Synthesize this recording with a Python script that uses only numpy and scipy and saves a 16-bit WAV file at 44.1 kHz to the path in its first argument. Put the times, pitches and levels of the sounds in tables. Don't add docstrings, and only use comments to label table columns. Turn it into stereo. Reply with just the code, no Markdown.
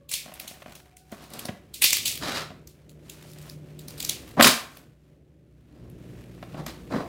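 import sys
import numpy as np
from scipy import signal
from scipy.fft import rfft, irfft, next_fast_len
from scipy.io import wavfile
from scipy.ndimage import map_coordinates

SR = 44100
rng = np.random.default_rng(int(sys.argv[2]) if len(sys.argv) > 2 else 0)


def store_wav(level_fs):
    pcm = np.round(np.clip(np.atleast_2d(level_fs), -1, 1) * 32767)
    wavfile.write(sys.argv[1], SR, pcm.T.astype(np.int16))


def level_to_linear(level):
    exponent = np.asarray(level, float) / 20
    return 10 ** exponent


N = 312212

# t/s, level/dB, tearing decay of a full-size release/ms
SNAPS = [(0.093, -33.5, 12), (0.1148, -25, 14), (.139, -17.5, 4), (0.3407, -32.5, 1.7), (0.4, -25, 1.8),
         (0.479, -30, 5.9), (0.7538, -37.5, 5), (0.9697, -37.5, 2.3), (1.119, -42, 9), (1.337, -32, 3.2),
         (1.3938, -25.5, 1.5), (1.4561, -25, 0.81), (1.7422, -29.5, 7.9), (1.821, -12, 7.7),
         (1.8422, -8, 5.8), (1.9067, -16, 2), (1.931, -10.5, 4), (1.9709, -15, 0.72), (2.0569, -18, 10),
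         (2.0802, -19, 2.4), (2.6745, -37.5, 3), (2.8958, -40.5, 0.58), (3.0988, -31, 2.5),
         (3.387, -39.5, .7), (3.499, -30.5, .7), (3.7932, -34, 1.9), (3.8842, -29, 2.2), (3.98, -35.5, 8.1),
         (4.0045, -21.5, 1.7), (4.0281, -24, 1.6), (4.0502, -19, 1.2), (4.096, -13, 1.3),
         (4.4101, -17, 3.8), (4.4266, -6, 6), (4.4496, -8.5, 3.6), (4.4733, -8, 4), (4.7718, -36.5, 2),
         (5.9, -50.5, 2.1), (6.6655, -29.5, 2.5)]
# t/s, level/dB, hardness/dB
KNOCKS = [(0.26, -34.5, -12), (.32, -39.5, -6), (0.447, -37, -15), (.511, -38, -9.5), (.62, -42.5, 3.5),
          (0.66, -33, -9.5), (1.124, -23, -18.5), (1.452, -25.5, -15.5), (1.486, -33.5, 3),
          (1.491, -10, -26), (2.262, -31.5, -16), (2.504, -28, -20), (2.515, -26.5, -23),
          (4.396, -4.5, -14.5), (4.4, -6, -7.5), (4.409, -11, 4), (4.422, -11.5, -6), (4.444, -20, 11),
          (4.469, -21, 11), (6.427, -32, -5.5), (6.544, -27, -16.5), (6.664, -34.5, 4)]
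# start t/s, end t/s, hiss level/dB, crate shake level/dB
STROKES = [(1.111, 1.15, -52.5, -39), (1.183, 1.27, -49.5, -50), (1.268, 1.524, -46.5, -46),
           (2.204, 2.36, -29.5, -34.5), (2.34, 2.403, -26.5, -39.5), (2.392, 2.441, -33.5, -41.5),
           (4.366, 4.415, -43, -21.5), (4.423, 4.507, -18, -23.5), (5.655, 5.946, -69, -62),
           (6.525, 6.637, -50.5, -39), (6.665, 6.719, -40, -39), (6.896, 7.001, -43, -28.5),
           (6.985, 7.036, -46, -32)]
# start t/s, end t/s, crackle level/dB, rustle of hands and paper level/dB
SPELLS = [(0.118, 0.803, -69.5, -51.5), (1.026, 1.501, -59.5, -56), (1.761, 2.199, -45.5, -57),
          (3.0, 3.499, -58.5, -54), (3.778, 4.365, -59.5, -53), (4.454, 4.795, -65, -56),
          (5.95, 7.078, -73.5, -59.5)]
# t/s, rumble level/dB
STREET = [(0, -59.5), (.4, -59), (.9, -61.5), (2.2, -46), (2.7, -55), (4.1, -45), (4.95, -59.5), (5.6, -60),
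          (6, -49), (7.08, -43.5)]
# t/s, mean firing f/Hz, level/dB
DRONE = [(5.5, 60.1, -69), (5.892, 59.46, -55), (6.9, 59.77, -56)]
ORDER_DB = [2, 7, 3.5, -1.5, -1, -3]
# mean f/Hz, relative level/dB
HUM_LINES = [(151, -3), (188, -15.5), (366, -15), (580, -20.5)]
# peak t/s, half width at 1/e/s, level/dB
HUM_SWELLS = [(2.4, 0.21, -45), (3.601, .5, -42), (6.601, 0.053, -33)]
# start t/s, end t/s, mean f/Hz, starting level/dB
CALL = [(-.1, .2, 563, -61), (.2, 1.3, 745, -60)]
OVERTONE_DB = [0, -11, -19]
# f/Hz, width/Hz, level/dB
CRATE = [(90, 28, -9.5), (223, 66, 0.5), (603, 70, 5), (731, 59, 5.5), (1080, 56, 2.5), (1882, 150, -1.5)]
# f/Hz, width/Hz, level/dB
SHEET = [(1310, 250, 1), (3960, 250, 1), (4930, 200, 0.5)]
# f/Hz, level per Hz/dB
TAPE = [(500, -29.5), (1500, -22), (2270, 0.5), (4330, 3.5), (9000, -2.5), (15600, -8.5)]
# f/Hz, level per Hz/dB
SKIN = [(200, -28), (400, -11.5), (1250, -9.5), (4000, -11), (6000, -15), (15600, -28)]
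# f/Hz, level per Hz/dB
DRAG = [(60, -14), (270, -2.5), (450, -7), (730, -11), (1200, -13), (2500, -26.5), (8000, -49)]
# f/Hz, level per Hz/dB
TRAFFIC = [(25, -37), (52, -12), (150, -6.5), (210, -13.5), (310, -11.5), (600, -21), (900, -37),
           (1300, -81)]
# f/Hz, level per Hz/dB
FAR_HISS = [(500, -8), (900, -7), (2500, -7), (5000, -15), (15000, -21.5)]
# f/Hz, correlation/1
ALIKE = [(30, 0.022), (70, 0.92), (150, 0.62), (290, .85), (640, 0.33), (1400, 0.23), (3000, 0)]
# f/Hz, t60/s
WALLS = [(150, 0.25), (1000, 0.49), (5000, 0.32), (12000, 0.32)]
# f/Hz, level/dB
CRACK = [(300, -36.0), (1200, 11.0), (3000, 6.5), (8000, -18.5)]

HISS_DB, HISS_GROWTH_DB_PER_DB = -64.5, 1
HUM_REST_DB = -56.5
THROB_HZ, THROB_DB = 66, -60.5
CALL_FADE_DB_PER_S = 8
BUILD_S, AFTER_DB, AFTER_S = 0.0026, -14.5, 0.022
TICKS_PER_S, TICK_DB, TICK_SPREAD_DB, TICK_MS = 22, 12.5, 4.5, 0.66
TAPS_PER_S, TAP_DB, TAP_SPREAD_DB, TAP_HARD_DB = 12, 9, 2, -14
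REST_DB = -95
SPELL_RISE_S, SPELL_FALL_S = 0.15, 0.064


def unit(x):
    return x / np.sqrt(np.mean(x ** 2) + 1e-20)


def along(points, hz):
    f, v = np.transpose(points)
    return np.interp(np.log(hz + 1), np.log(f + 1), v)


def curves(rows):
    s, *cols = np.transpose(rows)
    return [np.interp(np.arange(N) / SR, s, c) for c in cols]


def wobble(rate):
    return map_coordinates(rng.standard_normal(N // 50), [np.arange(N) * rate / SR])


def drifting_turns(hz, depth, rate):
    return np.cumsum(hz * (1 + depth * wobble(rate))) / SR


def filtered(x, response):
    m = next_fast_len(N + SR // 2)
    return irfft(rfft(x, m) * response(np.fft.rfftfreq(m, 1 / SR)), m)[..., :N]


def colour(points):
    return lambda hz: level_to_linear(along(points, hz))


def modes(table):
    def response(f):
        total = 0
        for k, (centre, width, db) in enumerate(table):
            damping = 1j * f * width
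            total = total + (-1) ** k * level_to_linear(db) * damping / (centre ** 2 - f ** 2 + damping)
        return total
    return response


def half_angle(hz):
    return np.arccos(np.clip(along(ALIKE, hz), -1, 1)) / 2


def pair(response, grain_db):
    lumps = level_to_linear(grain_db * wobble(260))
    noise = lumps * rng.standard_normal((2, N))
    mid, side = filtered(noise, lambda hz: response(hz) * [np.cos(half_angle(hz)), np.sin(half_angle(hz))])
    return unit(np.array([mid + side, mid - side]))


def spell(start, end):
    t = np.arange(N) / SR
    return np.clip((t - start) / SPELL_RISE_S, 0, 1) * np.exp(-np.clip(t - end, 0, None) / SPELL_FALL_S)


def traffic():
    rumble_db, = curves(STREET)
    hiss_db = HISS_DB + HISS_GROWTH_DB_PER_DB * (rumble_db - rumble_db.mean())
    rumble = level_to_linear(rumble_db + 2 * wobble(8)) * pair(colour(TRAFFIC), grain_db=-0.5)
    hiss = level_to_linear(hiss_db + 1.5 * wobble(10)) * pair(colour(FAR_HISS), grain_db=1.5)
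    return rumble + hiss


def hum():
    t = np.arange(N) / SR
    gain = level_to_linear(HUM_REST_DB) + sum(level_to_linear(db) * np.exp(-((t - s) / half) ** 2) for s, half, db in HUM_SWELLS)
    lines = sum(level_to_linear(db + 0.8 * wobble(16)) * np.sin(2 * np.pi * drifting_turns(hz, 0.003, 4))
                for hz, db in HUM_LINES)
    return gain * lines


def throb():
    return level_to_linear(THROB_DB + 2.8 * wobble(19)) * np.sin(2 * np.pi * drifting_turns(THROB_HZ, 0.056, 10))


def far_call():
    out, t = 0, np.arange(N) / SR
    for start, end, hz, db in CALL:
        phase = 2 * np.pi * drifting_turns(hz, 0.012, 7)
        note = 0
        for k, over_db in enumerate(OVERTONE_DB, 1):
            in_phase = (0.8 + 0.8 * wobble(60 * k)) * np.sin(k * phase)
            quadrature = 0.8 * wobble(60 * k) * np.cos(k * phase)
            note = note + level_to_linear(over_db) * (in_phase + quadrature)
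        out = out + level_to_linear(db - CALL_FADE_DB_PER_S * (t - start)) * spell(start, end) * note
    return out


def ticks():
    rows = []
    for start, end, crackle_db, _ in SPELLS:
        when, size, length = rng.random((round(TICKS_PER_S * (end - start)), 3)).T
        at_s = end - when * (end - start - SPELL_RISE_S)
        level_db = crackle_db + TICK_DB - TICK_SPREAD_DB * np.log(size + 0.14)
        rows += zip(at_s, level_db, TICK_MS * (0.5 + length))
    return rows


def tape_snaps():
    near, far = np.zeros((2, N + SR)), np.zeros(N)
    t = np.arange(-SR // 50, SR // 10) / SR
    for s, db, tear_ms in SNAPS + ticks():
        size = np.clip((db + 45) / 35, 0, 1)
        fall_s = tear_ms / 1000
        shape = np.exp(np.where(t < 0, t / BUILD_S, -t / fall_s) / (0.55 + 0.45 * size))
        ragged = level_to_linear(4 * np.repeat(rng.standard_normal(len(t) // 100 + 1), 100)[:len(t)])
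        after = level_to_linear(AFTER_DB) * (t > 0) * np.exp(-t / AFTER_S) * ragged
        noise = rng.standard_normal(len(t))
        glue = unit(noise - 0.39 * (1 - size) * np.roll(noise, 1))
        burst = level_to_linear(db + 3.5) * (shape + after) * glue
        at = round(s * SR) - SR // 50
        lag = rng.integers(3, 15)
        near[0, at - lag:at - lag + len(t)] += level_to_linear(-2.5) * burst
        near[1, at:at + len(t)] += burst
        pulse = unit(np.array([1, 0.7 * (size - 1)]))
        far[round(s * SR):][:2] += level_to_linear(db) * (fall_s / 0.0059) ** 0.5 * np.linalg.norm(shape) * pulse
    level = np.sqrt(np.mean(colour(TAPE)(np.linspace(2500, 14000, 99)) ** 2))
    close = filtered(near[:, :N], lambda hz: colour(TAPE)(hz) ** 0.65) / level ** 0.65
    return close, filtered(far, colour(TAPE)) / level


def walls(x):
    out, step, delay = np.zeros((2, N + 2 * SR)), SR // 3, round(0.006 * SR)
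    for at in range(0, N, step):
        hz, t, (a, b) = signal.stft(rng.standard_normal((2, SR * 2 // 3)), SR, nperseg=256)
        angle = half_angle(hz)[:, None]
        mid, side = np.cos(angle) * a, np.sin(angle) * b
        fall = level_to_linear(-60 * t / along(WALLS, hz)[:, None]) * (1 - np.exp(-t / 0.004))
        tail = signal.istft(np.array([mid + side, mid - side]) * fall, SR, nperseg=256)[1]
        piece = signal.fftconvolve(x[None, at:at + step], tail / np.linalg.norm(tail[0]), axes=1)
        out[:, at + delay:at + delay + piece.shape[1]] += piece
    return out[:, :N]


def crackle_and_rustle():
    fine = level_to_linear(REST_DB) + sum(level_to_linear(db) * spell(start, end) for start, end, db, _ in SPELLS)
    rustle = sum(level_to_linear(db) * spell(start, end) for start, end, _, db in SPELLS)
    crackle_noise = pair(lambda hz: colour(TAPE)(hz) * (hz / 6000) ** 0.25, grain_db=0)
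    rustle_noise = pair(colour(FAR_HISS), grain_db=4.5)
    return fine * level_to_linear(3.5 * wobble(30)) * crackle_noise + rustle * level_to_linear(2.5 * wobble(14)) * rustle_noise


def taps():
    rows = []
    for start, end, _, rustle_db in SPELLS:
        when, size, hard = rng.random((round(TAPS_PER_S * (end - start)), 3)).T
        at_s = end - when * (end - start - SPELL_RISE_S)
        level_db = rustle_db + TAP_DB - TAP_SPREAD_DB * np.log(size + 0.15)
        rows += zip(at_s, level_db, TAP_HARD_DB * (0.5 + hard))
    return rows


def crate_knocks():
    push, crack = np.zeros(N + SR), np.zeros(N + SR)
    t = np.arange(SR // 30) / SR
    for s, db, hard_db in KNOCKS + taps():
        at = round(s * SR)
        u = t / (0.000096 * level_to_linear(-0.7 * hard_db))
        force = u * np.exp(-u)
        push[at:at + len(t)] += level_to_linear(db + 37) * force / np.sum(force)
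        crack[at:at + len(t)] += level_to_linear(db + hard_db) * np.exp(-t / 0.005) * rng.standard_normal(len(t))
    return filtered(push[:N], modes(CRATE)) + filtered(crack[:N], colour(CRACK))


def rubbing():
    t, hiss_gain, shake_gain = np.arange(N) / SR, 0, 0
    for start, end, hiss_db, shake_db in STROKES:
        stroke = np.sin(np.pi * np.clip((t - start) / (end - start), 0, 1)).clip(0) ** 0.85
        hiss_gain = hiss_gain + level_to_linear(hiss_db) * stroke
        shake_gain = shake_gain + level_to_linear(shake_db) * stroke
    shake = pair(lambda hz: colour(DRAG)(hz) * (1 + 1.1 * np.abs(modes(CRATE)(hz))), grain_db=2.5)
    hiss = pair(lambda hz: colour(SKIN)(hz) * (1 + np.abs(modes(SHEET)(hz))), grain_db=2.2)
    return level_to_linear(1.5 * wobble(40)) * (hiss_gain * hiss + shake_gain * shake)


def engine_drone():
    firing_hz, drone_db = curves(DRONE)
    phase = 2 * np.pi * drifting_turns(firing_hz, 0.003, 4)
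    orders = sum(level_to_linear(db + 3.3 * wobble(11)) * np.sin((k + 1) * phase + k * k) for k, db in enumerate(ORDER_DB))
    first_s, last_s, fade_s = DRONE[0][0], DRONE[-1][0], 0.18
    present = np.interp(np.arange(N) / SR, [first_s - fade_s, first_s, last_s, last_s + fade_s], [0, 1, 1, 0])
    return level_to_linear(drone_db) * present * orders


def scene():
    street = traffic() + hum() + throb() + engine_drone()
    tape, tape_far = tape_snaps()
    crate, rub = crate_knocks(), rubbing()
    echo = walls(tape_far + level_to_linear(-7) * crate + level_to_linear(-6.5) * rub[1])
    return tape + crate + rub + echo + crackle_and_rustle() + street + far_call()


def roll_off(x):
    return signal.sosfilt(signal.butter(12, 15730, fs=SR, output="sos"), x)


def record(dry):
    x = dry * level_to_linear([[-0.8], [0.8]])
    mix = x / (1 + np.abs(x) ** 8) ** (1 / 8)
    return roll_off(mix)


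dry = scene()
out = record(dry)
store_wav(out)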